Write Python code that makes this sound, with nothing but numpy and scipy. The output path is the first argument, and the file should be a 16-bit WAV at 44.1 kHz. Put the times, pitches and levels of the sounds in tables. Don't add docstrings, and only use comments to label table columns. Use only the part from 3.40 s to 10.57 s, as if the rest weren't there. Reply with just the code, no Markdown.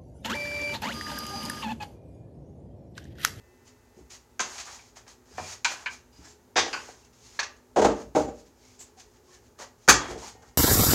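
import sys
import numpy as np
from scipy import signal
from scipy.fft import rfft, irfft
from scipy.io import wavfile
from scipy.ndimage import uniform_filter1d

SR = 44100
rng = np.random.default_rng(int(sys.argv[2]) if len(sys.argv) > 2 else 0)


def bounce(signal):
    frames = np.transpose(np.atleast_2d(signal))
    limited = np.clip(frames, -1, 1)
    pcm = np.round(limited * 32767).astype(np.int16)
    wavfile.write(sys.argv[1], SR, pcm)


def level_to_linear(level):
    exponent = np.asarray(level, float) / 20
    return 10 ** exponent


N = 316329

# pitch_hz, width_hz, level_db (over the broad colour)
LOOSE_MODES = [(779, 34, 4.3), (1210, 590, 0.51), (1740, 240, 5.4), (2500, 120, 5.2), (4500, 1400, 2.6)]


def rms_one(x):
    return x / np.sqrt(np.mean(x ** 2) + 1e-30)


def at_hz(points, hz):
    table_hz, values = np.array(points).T
    return np.interp(np.log(hz), np.log(table_hz), values)


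def band(x, low_hz, high_hz):
    return signal.sosfilt(signal.butter(2, [low_hz, high_hz], "band", fs=SR, output="sos"), x)


def resonate(x, hz, width_hz):
    r, w = np.exp(-np.pi * width_hz / SR), 2 * np.pi * hz / SR
    return signal.lfilter([0, np.sin(w)], [1, -2 * r * np.cos(w), r * r], x + 1e-18)


def coloured(x, spectrum):
    low, high = spectrum[0][0], min(spectrum[-1][0], 17000)
    edges = np.geomspace(low, high, int(3 * np.log2(high / low)))
    out = 0
    for k, (a, b) in enumerate(zip(edges, edges[1:])):
        sign = (-1) ** k
        out = out + sign * level_to_linear(at_hz(spectrum, np.sqrt(a * b))) * band(x, a, b)
    return out


def grains(size, per_s, spread_db):
    strength = level_to_linear(spread_db * np.minimum(rng.exponential(1, size), 5))
    strength *= rng.choice([-1, 1], size)
    return strength * (rng.random(size) < per_s / SR)


def body_response(modes, colour, size):
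    whole = coloured(signal.unit_impulse(size), colour)
    for hz, width_hz, db in modes:
        r, w = np.exp(-np.pi * width_hz / SR), 2 * np.pi * hz / SR
        peak = (1 - r * r) / 2 * np.array([1, 0, -1])
        mode = signal.lfilter(peak, [1, -2 * r * np.cos(w), r * r], whole)
        whole = whole + (level_to_linear(db) - 1) * mode
    ranges_hz = (600, 1400), (120, 600), (1400, 3200), (3200, 16500)
    return [band(whole, low, high) for low, high in ranges_hz]


def rebounds(x, lags, share):
    for lag in np.maximum(lags.astype(int), 1):
        loop = np.zeros(lag + 1)
        loop[0], loop[-1] = 1, -share
        x = signal.lfilter(loop[::-1], loop, x)
    return x


def knocks(events, modes, colour, chatter_ms, clack_db):
    out, size = np.zeros((2, N)), 5000
    near_modes = [(hz, width_hz, 1.096 * db) for hz, width_hz, db in modes]
    far_modes = [(hz, width_hz, 0.78 * db) for hz, width_hz, db in modes]
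    near = np.array(body_response(near_modes, colour, size))
    far = np.array(body_response(far_modes, colour, size))
    for s, db, heft_db, hard_db in events:
        levels_db = np.array([db, db + heft_db, db + hard_db + clack_db, db + 2 * hard_db])
        gains = level_to_linear(levels_db - 2.5) / np.abs(near).max(axis=1) * [-1, 1, 1, -1]
        thud = np.array([gains[1] * near[1], gains[1] * far[1]])
        first = np.array([gains @ near, gains @ far]) - thud
        spacing = rng.uniform([.05, .15, .35, .3, .6], [.12, .3, .7, .55, 1.1]) * SR / 1000
        touch = rebounds(first, spacing[:3] * chatter_ms * .6, 0.71)
        scattered = rebounds(touch, spacing[3:] * 5, -0.58)
        blow = 1.344 * (0.5 * first + 0.42 * touch + level_to_linear(1) * scattered + 1.24 * thud)
        at = round(s * SR)
        out[:, at:at + size] += blow[:, :N - at]
    return out


def clean_rings(modes):
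    out = np.zeros(N)
    for s, hz, db, t60 in modes:
        at = round(s * SR)
        t = np.arange(min(N - at, round(2 * t60 * SR))) / SR
        out[at:at + len(t)] += level_to_linear(db - 60 * t / t60) * np.sin(2 * np.pi * hz * t)
    return out


def workshop(x, spread):
    # pitch_hz, t60_s
    room_t60 = [(60, 0.54), (250, 0.55), (700, 0.34), (2000, 0.32), (6000, 0.25), (10000, 0.09),
                (16000, 0.055)]
    t = np.arange(SR) / SR
    white = rng.standard_normal((2, SR))
    edges = 40 * 2 ** np.arange(0, 9, .5)
    tail = np.zeros(SR)
    for k, (a, b) in enumerate(zip(edges, edges[1:])):
        tail += band(white[k % 2], a, b) * level_to_linear(-60 * t / at_hz(room_t60, np.sqrt(a * b)))
    lines = rfft(tail * (1 - np.exp(-t / 0.0013)))
    even = irfft(lines / np.sqrt(uniform_filter1d(np.abs(lines) ** 2, size=60)))
    even *= (1 - np.exp(-t / .002)) * (t < .8)
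    return x + signal.fftconvolve(spread, level_to_linear(-3) * even / np.linalg.norm(even))[:N]


def fans():
    # pitch_hz, level_db (per Hz)
    air_spectrum = [(25, -31), (40, -0.5), (60, 5), (100, -5), (160, -12), (260, -13.5), (420, -6),
                    (630, -14), (900, -20.5), (1300, -18), (3200, -29), (6400, -24.5), (8300, -31.5),
                    (16500, -32.5)]
    # pitch_hz, width_hz, level_db
    fan_tones = [(113.7, 8.6, -70), (250.6, 8.7, -67), (364, 2.9, -71.5), (421, 8.2, -70), (445, 9.9, -87),
                 (847, 83, -72.5), (926, 21, -84.5)]
    white = rng.standard_normal((2, N + SR))
    air = level_to_linear(-61) * rms_one(coloured(white[0], air_spectrum))
    tones = sum(level_to_linear(db) * rms_one(resonate(white[1], hz, width_hz)) for hz, width_hz, db in fan_tones)
    return (air + tones)[SR:]


def blade():
    # start_s, pitch_hz, level_db, t60_s
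    blade_modes = [
        (0, 1809, -71, 5),
        (0, 2008, -70.5, 5),
        (0, 2638, -74, 5),
        (6.49, 1852, -59, 3),
        (6.49, 2143, -63, 3),
        (6.49, 2918, -67, 3),
    ]
    return clean_rings(blade_modes)


def casting():
    # start_s, pitch_hz, level_db, t60_s
    casting_modes = [
        (6.49, 880, -38, 0.7),
        (6.49, 1270, -31, 0.53),
        (6.49, 1700, -39, 0.4),
        (6.49, 2300, -35, 0.47),
        (6.69, 355, -35, 0.33),
        (6.49, 3275, -34.5, .6),
        (6.49, 1166, -30, .3),
        (6.49, 2497, -34.5, .3),
        (6.485, 206, -27.5, .2),
    ]
    return clean_rings(casting_modes)


def thumps():
    # start_s, level_db (peak), pitch_hz
    shakes = [(0.586, -45, 64), (0.69, -54, 60), (1.935, -45, 84), (1.996, -39.5, 92), (2.772, -46, 71.2),
              (2.858, -74, 55.6), (3.176, -41.5, 88.7), (4.396, -32, 79.3), (4.449, -29, 59.2),
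              (4.519, -37.5, 54.7), (4.649, -44, 58), (4.776, -35, 76.3), (4.826, -35.5, 59.8),
              (6.49, -24.5, 62.8), (6.556, -32, 57.4), (6.69, -35.5, 54.6), (6.74, -41, 67.4),
              (6.96, -52, 70), (7.06, -53, 62)]
    out, t = np.zeros(N), np.arange(SR // 2) / SR
    swell = (1 - np.exp(-t / 0.015)) * np.exp(-t / 0.053)
    for s, db, hz in shakes:
        lowest = np.sin(2 * np.pi * hz * t)
        upper = np.sin(2 * np.pi * 1.7 * hz * t) + np.sin(2 * np.pi * 2.45 * hz * t)
        at = round(s * SR)
        out[at:at + len(t)] += (level_to_linear(db) * swell * (lowest + 0.42 * upper))[:N - at]
    return out


def table_slam():
    # start_s, level_db, heft_db, hardness_db
    table_events = [
        (6.478, -13, -4.5, -2.5),
        (6.4857, -2.5, -8, 2),
        (6.4925, -7.5, -11, 5.5),
        (6.502, -19.5, -1, 0),
        (6.525, -29, -15, 2),
    ]
    # pitch_hz, width_hz, level_db
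    table_modes = [(354, 50, 1.7), (574, 69, 2.7), (830, 73, 7.5), (1210, 130, 5.9), (1680, 350, 10.2),
                   (2273, 140, 7.3), (2514, 50, 7.2), (3770, 150, 2.3), (4640, 150, 7.3), (6360, 390, 6.6),
                   (7140, 150, 3)]
    # pitch_hz, level_db (per Hz)
    table_colour = [(100, -14.5), (300, -5.5), (600, -7), (1200, -0.5), (2000, -3), (3000, -7.5),
                    (4700, -5.5), (6500, -4.5), (8300, -13), (11000, -19), (16000, -26.5)]
    return knocks(table_events, table_modes, table_colour, chatter_ms=3.0, clack_db=-10.5)


def bench_knocks():
    # start_s, level_db, heft_db, hardness_db
    bench_events = [(0.57, -84, 23, 15), (0.586, -78.5, 29, 6), (0.608, -75, 10, 5),
                    (4.3605, -14.5, -10.5, -7.5), (4.366, -15.5, -7, -5), (4.380, -17, 2.5, -6),
                    (4.387, -23, -3, -3), (4.394, -22, 5.5, -3), (4.416, -16, -5, -3), (4.423, -18, 2, -4),
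                    (4.4445, -10, -8, -3.5), (4.452, -20.5, -2, -10), (4.465, -29.5, 9, -12),
                    (4.485, -28, 8, -7), (4.505, -27.5, 1.5, -6), (6.195, -46.5, 1.5, -3),
                    (6.691, -50, 0, -1.5), (6.706, -40.5, 7, -2), (6.722, -42, 6, -6), (6.741, -42, 3, -2),
                    (6.756, -40.5, 4.5, -2), (6.772, -41.5, 4, -12), (6.787, -57, -4, -8),
                    (6.832, -41, -20, 1), (6.948, -53.5, 5, 0), (7.022, -50.5, -4.5, 1.5)]
    # start_s, level_db, heft_db, hardness_db
    stand_events = [
        (4.7495, -19.5, -3.5, -5.5),
        (4.757, -16, -2.5, -6),
        (4.764, -14, 1.5, -21.5),
        (4.785, -25, 3, -7),
        (4.803, -28.5, 6.5, -15),
        (4.88, -35.5, 3.5, -3.5),
    ]
    # pitch_hz, width_hz, level_db
    bench_modes = [(204, 6.2, 8.2), (353, 90, 7.1), (452.7, 37, 11.7), (605, 40, 7.1), (747, 110, 6.2),
                   (880, 69, 1), (1010, 89, 1.5)]
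    # pitch_hz, width_hz, level_db
    stand_modes = [(310, 46, 2.7), (467, 35, 10.8), (608, 44, 9.9), (790, 37, 14.5), (2230, 190, 4.8)]
    # pitch_hz, level_db (per Hz)
    bench_colour = [(100, -34), (200, -1), (450, -3.5), (800, -5), (1000, -13), (1400, -18.5),
                    (2200, -28.5), (3300, -29.5), (6500, -23), (8300, -34.5), (11000, -45.5),
                    (16000, -59.5)]
    squared = knocks(bench_events, bench_modes, bench_colour, chatter_ms=5.5, clack_db=-4.5)
    return squared + knocks(stand_events, stand_modes, bench_colour, chatter_ms=5.5, clack_db=-4.5)


def squeaks():
    # start_s, end_s, pitch_hz, width_hz, level_db
    sung_edges = [(1.385, 1.44, 2300, 200, -64), (1.904, 1.95, 4860, 250, -67),
                  (1.97, 2.093, 2380, 110, -54), (2.72, 2.85, 4910, 200, -69.5),
                  (2.723, 2.851, 2900, 200, -78), (3.34, 3.58, 5600, 350, -71),
                  (3.624, 3.69, 2700, 200, -74), (4.846, 4.914, 7100, 120, -62.5),
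                  (5.222, 5.35, 2200, 151, -74), (5.39, 5.455, 7560, 1100, -52.5),
                  (5.395, 5.45, 12500, 3800, -67), (2.82, 2.93, 5300, 250, -66),
                  (2.84, 2.96, 7400, 400, -66), (2.85, 2.9, 1700, 150, -65), (1.268, 1.31, 1220, 200, -55),
                  (1.32, 1.38, 6850, 400, -59), (7.02, 7.08, 1500, 900, -63), (6.19, 6.27, 570, 90, -55.5),
                  (2.78, 2.9, 310, 80, -61), (6.92, 7.17, 835, 160, -65), (5.568, 5.617, 786, 70.5, -61.5),
                  (5.906, 6.023, 1760, 120, -69.5), (5.88, 5.97, 1070, 92, -70),
                  (6.815, 6.889, 915, 330, -48)]
    out = np.zeros(N)
    for start, end, hz, width_hz, db in sung_edges:
        at, size = round(start * SR), round((end - start) * SR)
        friction = rng.standard_normal(16000)
        sung = resonate(resonate(friction, hz, width_hz), hz, width_hz)[2000:2000 + size]
        phase = np.arange(size) / size
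        envelope = np.sqrt(np.minimum(6 * phase, 1) * (1 - phase))
        out[at:at + size] += level_to_linear(db) * rms_one(sung) * envelope
    return out


def slides():
    # start_s, stop_s, level_db (hiss at the stop), swell_db (on the way),
    # ring_db (block ring against hiss)
    drags = [(0.705, 0.75, -51.5, -0.5, -3), (1.034, 1.21, -46.5, 4.5, -0.5), (1.256, 1.345, -50.5, 1.5, 0),
             (1.354, 1.492, -64, -3, -7), (1.561, 1.571, -52, 6, 4.5), (1.679, 1.72, -58, -4, -1),
             (1.856, 1.962, -57, 14, 1), (1.978, 2.131, -43.5, 9, -2.5), (2.28, 2.324, -41, 8, 4.5),
             (2.365, 2.43, -56, 8, 6), (2.501, 2.535, -49, 8, 0), (2.8, 2.856, -56, 18, 3.5),
             (2.877, 2.924, -63, -1, -6), (3.2, 3.313, -52, 12, 5), (3.34, 3.506, -56, -4.5, 1),
             (3.51, 3.62, -65.5, 1, -2), (3.787, 3.866, -55.5, 15, -7), (3.889, 3.971, -56.5, 9.5, -3.5),
             (4.528, 4.62, -55.5, 7, 4), (4.758, 4.833, -51, -9, -8.5), (6.19, 6.225, -47.5, 5.5, 5.5),
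             (6.59, 6.661, -53, 1, 16), (6.68, 6.712, -47.5, 12, 8), (6.779, 6.886, -46.5, 8, -2)]
    # start_s, stop_s, level_db (hiss at the stop), swell_db (on the way)
    grips = [(0.252, 0.28, -58.5, 12), (0.544, 0.6, -68, 8), (2.731, 2.785, -64, 3.5),
             (3.651, 3.617, -54, 5), (3.732, 3.777, -68, -2), (4.166, 4.159, -64.5, -2), (4.94, 5, -60, 11),
             (5.062, 5.08, -69.5, -2.5), (5.16, 5.237, -64, 13), (5.253, 5.352, -63.5, 3),
             (5.387, 5.413, -51.5, 16), (5.443, 5.48, -72.5, 8.5), (5.573, 5.603, -54.5, 9.5),
             (5.68, 5.77, -69, 10), (5.842, 5.951, -58, 16), (6.02, 6.07, -67.5, 10),
             (6.382, 6.444, -65, 9.5), (6.437, 6.502, -66, 11), (7.004, 7.092, -64.5, 13)]
    # pitch_hz, level_db (per Hz)
    hiss_spectrum = [(1800, -7), (2800, -6.5), (4000, -7), (5200, 0.5), (6700, -0.5), (7500, 10.5),
                     (8300, -19.5), (11000, -19), (14000, -29), (16000, -26)]
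    # pitch_hz, level_db (per Hz)
    rub_spectrum = [(180, -39.5), (300, -1), (539, 2), (706, -24), (779, 33), (887, 8), (1760, 4),
                    (4000, -9.5), (5200, -90), (8800, -120)]
    set_in_db_per_s, let_go_db_per_s, grip_ring_db = 2492.5, 318.5, -4
    t = np.arange(N) / SR
    hiss_gain, rub_gain = np.zeros((2, N))
    for start, stop, db, swell_db, ring_db in drags + [(*row, grip_ring_db) for row in grips]:
        span = slice(round((start - .05) * SR), round((stop + .3) * SR))
        times = [start - .05, start, stop, stop + .3]
        drops_db = [swell_db + .05 * set_in_db_per_s, swell_db, 0, .3 * let_go_db_per_s]
        stroke = level_to_linear(db - np.interp(t[span], times, drops_db))
        hiss_gain[span] += stroke
        rub_gain[span] += level_to_linear(ring_db) * stroke
    hiss = rms_one(coloured(grains(N, 11000, 0.83), hiss_spectrum))
    fibres = grains(N, 2700, 2.2)
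    ring = sum(level_to_linear(db) * resonate(fibres, hz, width_hz) for hz, width_hz, db in LOOSE_MODES if hz < 3000)
    rub = rms_one(coloured(fibres, rub_spectrum)) + 0.24 * rms_one(ring)
    return level_to_linear(-2.5) * hiss_gain * hiss + level_to_linear(-6.5) * rub_gain * rub


def free_rings():
    # start_s, pitch_hz, level_db, t60_s
    wood_modes = [(0.575, 365, -48, .15), (0.568, 220, -48, .1), (0.61, 300, -47, 0.088),
                  (3.16, 750, -22.5, 0.087), (0.995, 1550, -33, 0.035), (1.004, 6120, -36, 0.036),
                  (2.252, 2370, -30, 0.06), (2.255, 940, -33.5, .1), (2.463, 1570, -29.5, 0.1),
                  (2.484, 3030, -36, .03), (2.511, 2350, -42, 0.15), (3.165, 3720, -22.5, 0.057),
                  (3.176, 1110, -18.5, 0.08), (3.329, 4900, -38, .05), (3.331, 4480, -33, 0.056),
                  (3.991, 1715, -22, 0.051), (3.993, 4370, -24, 0.038), (3.994, 5530, -39, .025),
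                  (3.995, 6250, -31, .025), (4.03, 1727, -29, 0.05), (4.362, 744, -20, 0.09),
                  (4.383, 747, -14.5, 0.078), (4.378, 447, -17, 0.25), (4.422, 880, -20, 0.058),
                  (4.449, 790, -11, .06), (4.447, 1010, -16.5, 0.049), (4.766, 801, -15, 0.07),
                  (4.76, 630, -22, 0.07), (6.479, 152, -28.5, 0.091), (6.486, 1550, -9, 0.023),
                  (1.981, 712, -31, 0.052), (1.982, 1060, -35, .08), (1.982, 1780, -37, 0.05),
                  (2.008, 1060, -42, .08), (1.915, 420, -51, 0.11), (2.272, 2370, -26, 0.063),
                  (2.258, 4460, -29.5, .04), (4.365, 343, -27, .13), (4.447, 480, -18.5, 0.23),
                  (4.452, 322, -21.5, .25), (4.452, 266, -23, 0.27), (4.452, 210, -23.5, 0.22),
                  (4.48, 656, -27, .12), (4.751, 758, -21.5, 0.088), (4.751, 337, -22, 0.16),
                  (4.768, 930, -23, 0.07), (4.772, 288, -22, 0.13), (4.806, 302, -25.5, 0.19),
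                  (4.885, 273, -33, .1)]
    twins = [(s, hz * (1 - 0.032), db - 6.5, t60) for s, hz, db, t60 in wood_modes if hz > 1200]
    return clean_rings(wood_modes + twins)


def handful_knocks():
    # start_s, level_db, heft_db, hardness_db
    handful_events = [(3.157, -19.5, -3.5, -4.5), (3.163, -19.5, -6.5, 2), (3.169, -27.5, -3.5, 8),
                      (3.175, -18.5, -0.5, 0.5), (3.183, -26.5, 4, 6), (3.192, -29.5, 6, 9),
                      (3.204, -38, -13, 9.5), (3.23, -44, 14, -4), (3.262, -39.5, 10, 4),
                      (3.28, -40.5, 9, 4), (3.486, -43.5, 4, -14)]
    # pitch_hz, width_hz, level_db
    handful_modes = [(461, 24, 9.5), (768, 113, 16.5), (1110, 19, 8), (1880, 140, 2.3), (3230, 99, 4.7),
                     (3640, 140, 7.6), (5060, 220, 7.4), (6060, 230, 6.8)]
    # pitch_hz, level_db (per Hz)
    handful_colour = [(100, -47), (300, -9), (600, -16.5), (1000, -15.5), (2000, -3), (3300, -5.5),
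                      (4700, 0.5), (6500, -1.5), (8300, -21), (11000, -28), (16000, -56)]
    return knocks(handful_events, handful_modes, handful_colour, chatter_ms=5.0, clack_db=2.3)


def loose_knocks():
    # start_s, level_db, heft_db, hardness_db
    nudge_events = [
        (1.18, -38.5, -32, 5.5),
        (1.2, -43.5, -30, 9),
        (1.272, -38.5, -23, -7),
        (1.57, -50, -21, -16),
        (1.666, -52, -1.5, 0),
        (5.599, -61.5, -9, 11.5),
    ]
    lift_events = [
        (0.9935, -20.5, -16.5, 0.5),
        (0.997, -27.5, -22, -3),
        (1.002, -28.5, -3.5, 7.5),
        (1.012, -36, -15, -8),
    ]
    tip_events = [
        (1.979, -28.5, -3.5, -31),
        (1.995, -34.5, 2, -26),
    ]
    tuck_events = [
        (3.329, -22.5, -11, 0),
        (3.334, -23, -30, -2),
        (3.345, -27.5, -24, -3.5),
        (3.362, -28.5, -5, -8),
        (3.375, -35, -5, -1),
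    ]
    edge_events = [
        (3.990, -19, -34, -4.5),
        (3.997, -24.5, -21, 4.5),
        (4.006, -27, -19, -7),
        (4.03, -33, -14, 6),
    ]
    # pitch_hz, width_hz, level_db
    lift_modes = [(990, 130, 8.4), (1550, 140, 6.3), (2370, 92, 2.1), (3600, 110, 2), (5200, 92, 2),
                  (6120, 200, 9), (6600, 220, 4.5)]
    tip_modes = [(727, 110, 13), (1020, 130, 6.8), (2320, 100, 4)]
    tuck_modes = [(840, 97, 8.2), (1116, 73, 11.5), (1496, 62, 12.6), (2560, 230, 13.2), (3100, 190, 6),
                  (4480, 136, 13), (4900, 180, 16.2)]
    edge_modes = [(925, 98, 6.3), (2620, 120, 1.8), (1750, 450, 5.5), (2350, 300, 5.1), (4370, 1100, 11.4),
                  (5630, 280, 7.6), (6250, 270, 6.7)]
    # pitch_hz, level_db (per Hz)
    loose_colour = [(100, -26), (300, -18), (600, -16), (1000, -16), (2000, -6), (3300, -4.5), (4700, -1),
                    (6500, 1), (8300, -13), (11000, -22), (16000, -62)]
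    handlings = ((nudge_events, LOOSE_MODES), (lift_events, lift_modes), (tip_events, tip_modes),
                 (tuck_events, tuck_modes), (edge_events, edge_modes))
    return sum(knocks(events, modes, loose_colour, chatter_ms=2.6, clack_db=-3.5)
               for events, modes in handlings)


def pair_clacks():
    # start_s, level_db, heft_db, hardness_db
    pair_events = [
        (1.389, -54, -12, 1),
        (2.246, -27.5, -23, 7.5),
        (2.251, -21.5, -28, -2.5),
    ]
    # start_s, level_db, heft_db, hardness_db
    clap_events = [
        (2.459, -24, -35, -4.5),
        (2.466, -26.5, -27, -5),
        (2.474, -33, -9, -11),
        (2.482, -30, -25, -16),
    ]
    # pitch_hz, width_hz, level_db
    pair_modes = [(940, 52, 19.5), (1520, 61, 14), (2370, 120, 13), (3100, 92, -0.5), (4360, 400, 4)]
    # pitch_hz, width_hz, level_db
    clap_modes = [(960, 74, 14), (1570, 75, 16.3), (1713, 64, 8.5), (2350, 220, 22.6), (3030, 280, 3.8),
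                  (4220, 450, 9.7)]
    # pitch_hz, level_db (per Hz)
    pair_colour = [(100, -40), (300, -33), (600, -22.5), (1000, -20.5), (2000, -12.5), (3300, -9.5),
                   (4700, -3), (6500, -1), (8300, -20), (11000, -26), (16000, -45.5)]
    first = knocks(pair_events, pair_modes, pair_colour, chatter_ms=1.5, clack_db=6.2)
    return first + knocks(clap_events, clap_modes, pair_colour, chatter_ms=1.5, clack_db=6.2)


def scene():
    hits = table_slam() + bench_knocks() + handful_knocks() + loose_knocks() + pair_clacks()
    near_hands = slides() + squeaks()
    in_room = workshop(*(hits + 0.68 * near_hands))
    rings = blade() + casting() + free_rings()
    return (in_room + near_hands + thumps() + rings + fans())[None]


def band_limit(x):
    return signal.sosfilt(signal.butter(12, 16520, fs=SR, output="sos"), x)


def record(dry):
    heard = signal.sosfilt(signal.butter(3, 47, "high", fs=SR, output="sos"), dry)
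    heard = heard + 0.4 * band(heard, 5940, 7620)
    overload_at, knee = 0.68, 12
    heard = heard / (1 + np.abs(heard / overload_at) ** knee) ** (1 / knee)
    heard = signal.sosfilt(signal.cheby2(14, 50, 16650, fs=SR, output="sos"), heard)
    return band_limit(heard)


dry = scene()
out = record(dry)
bounce(out)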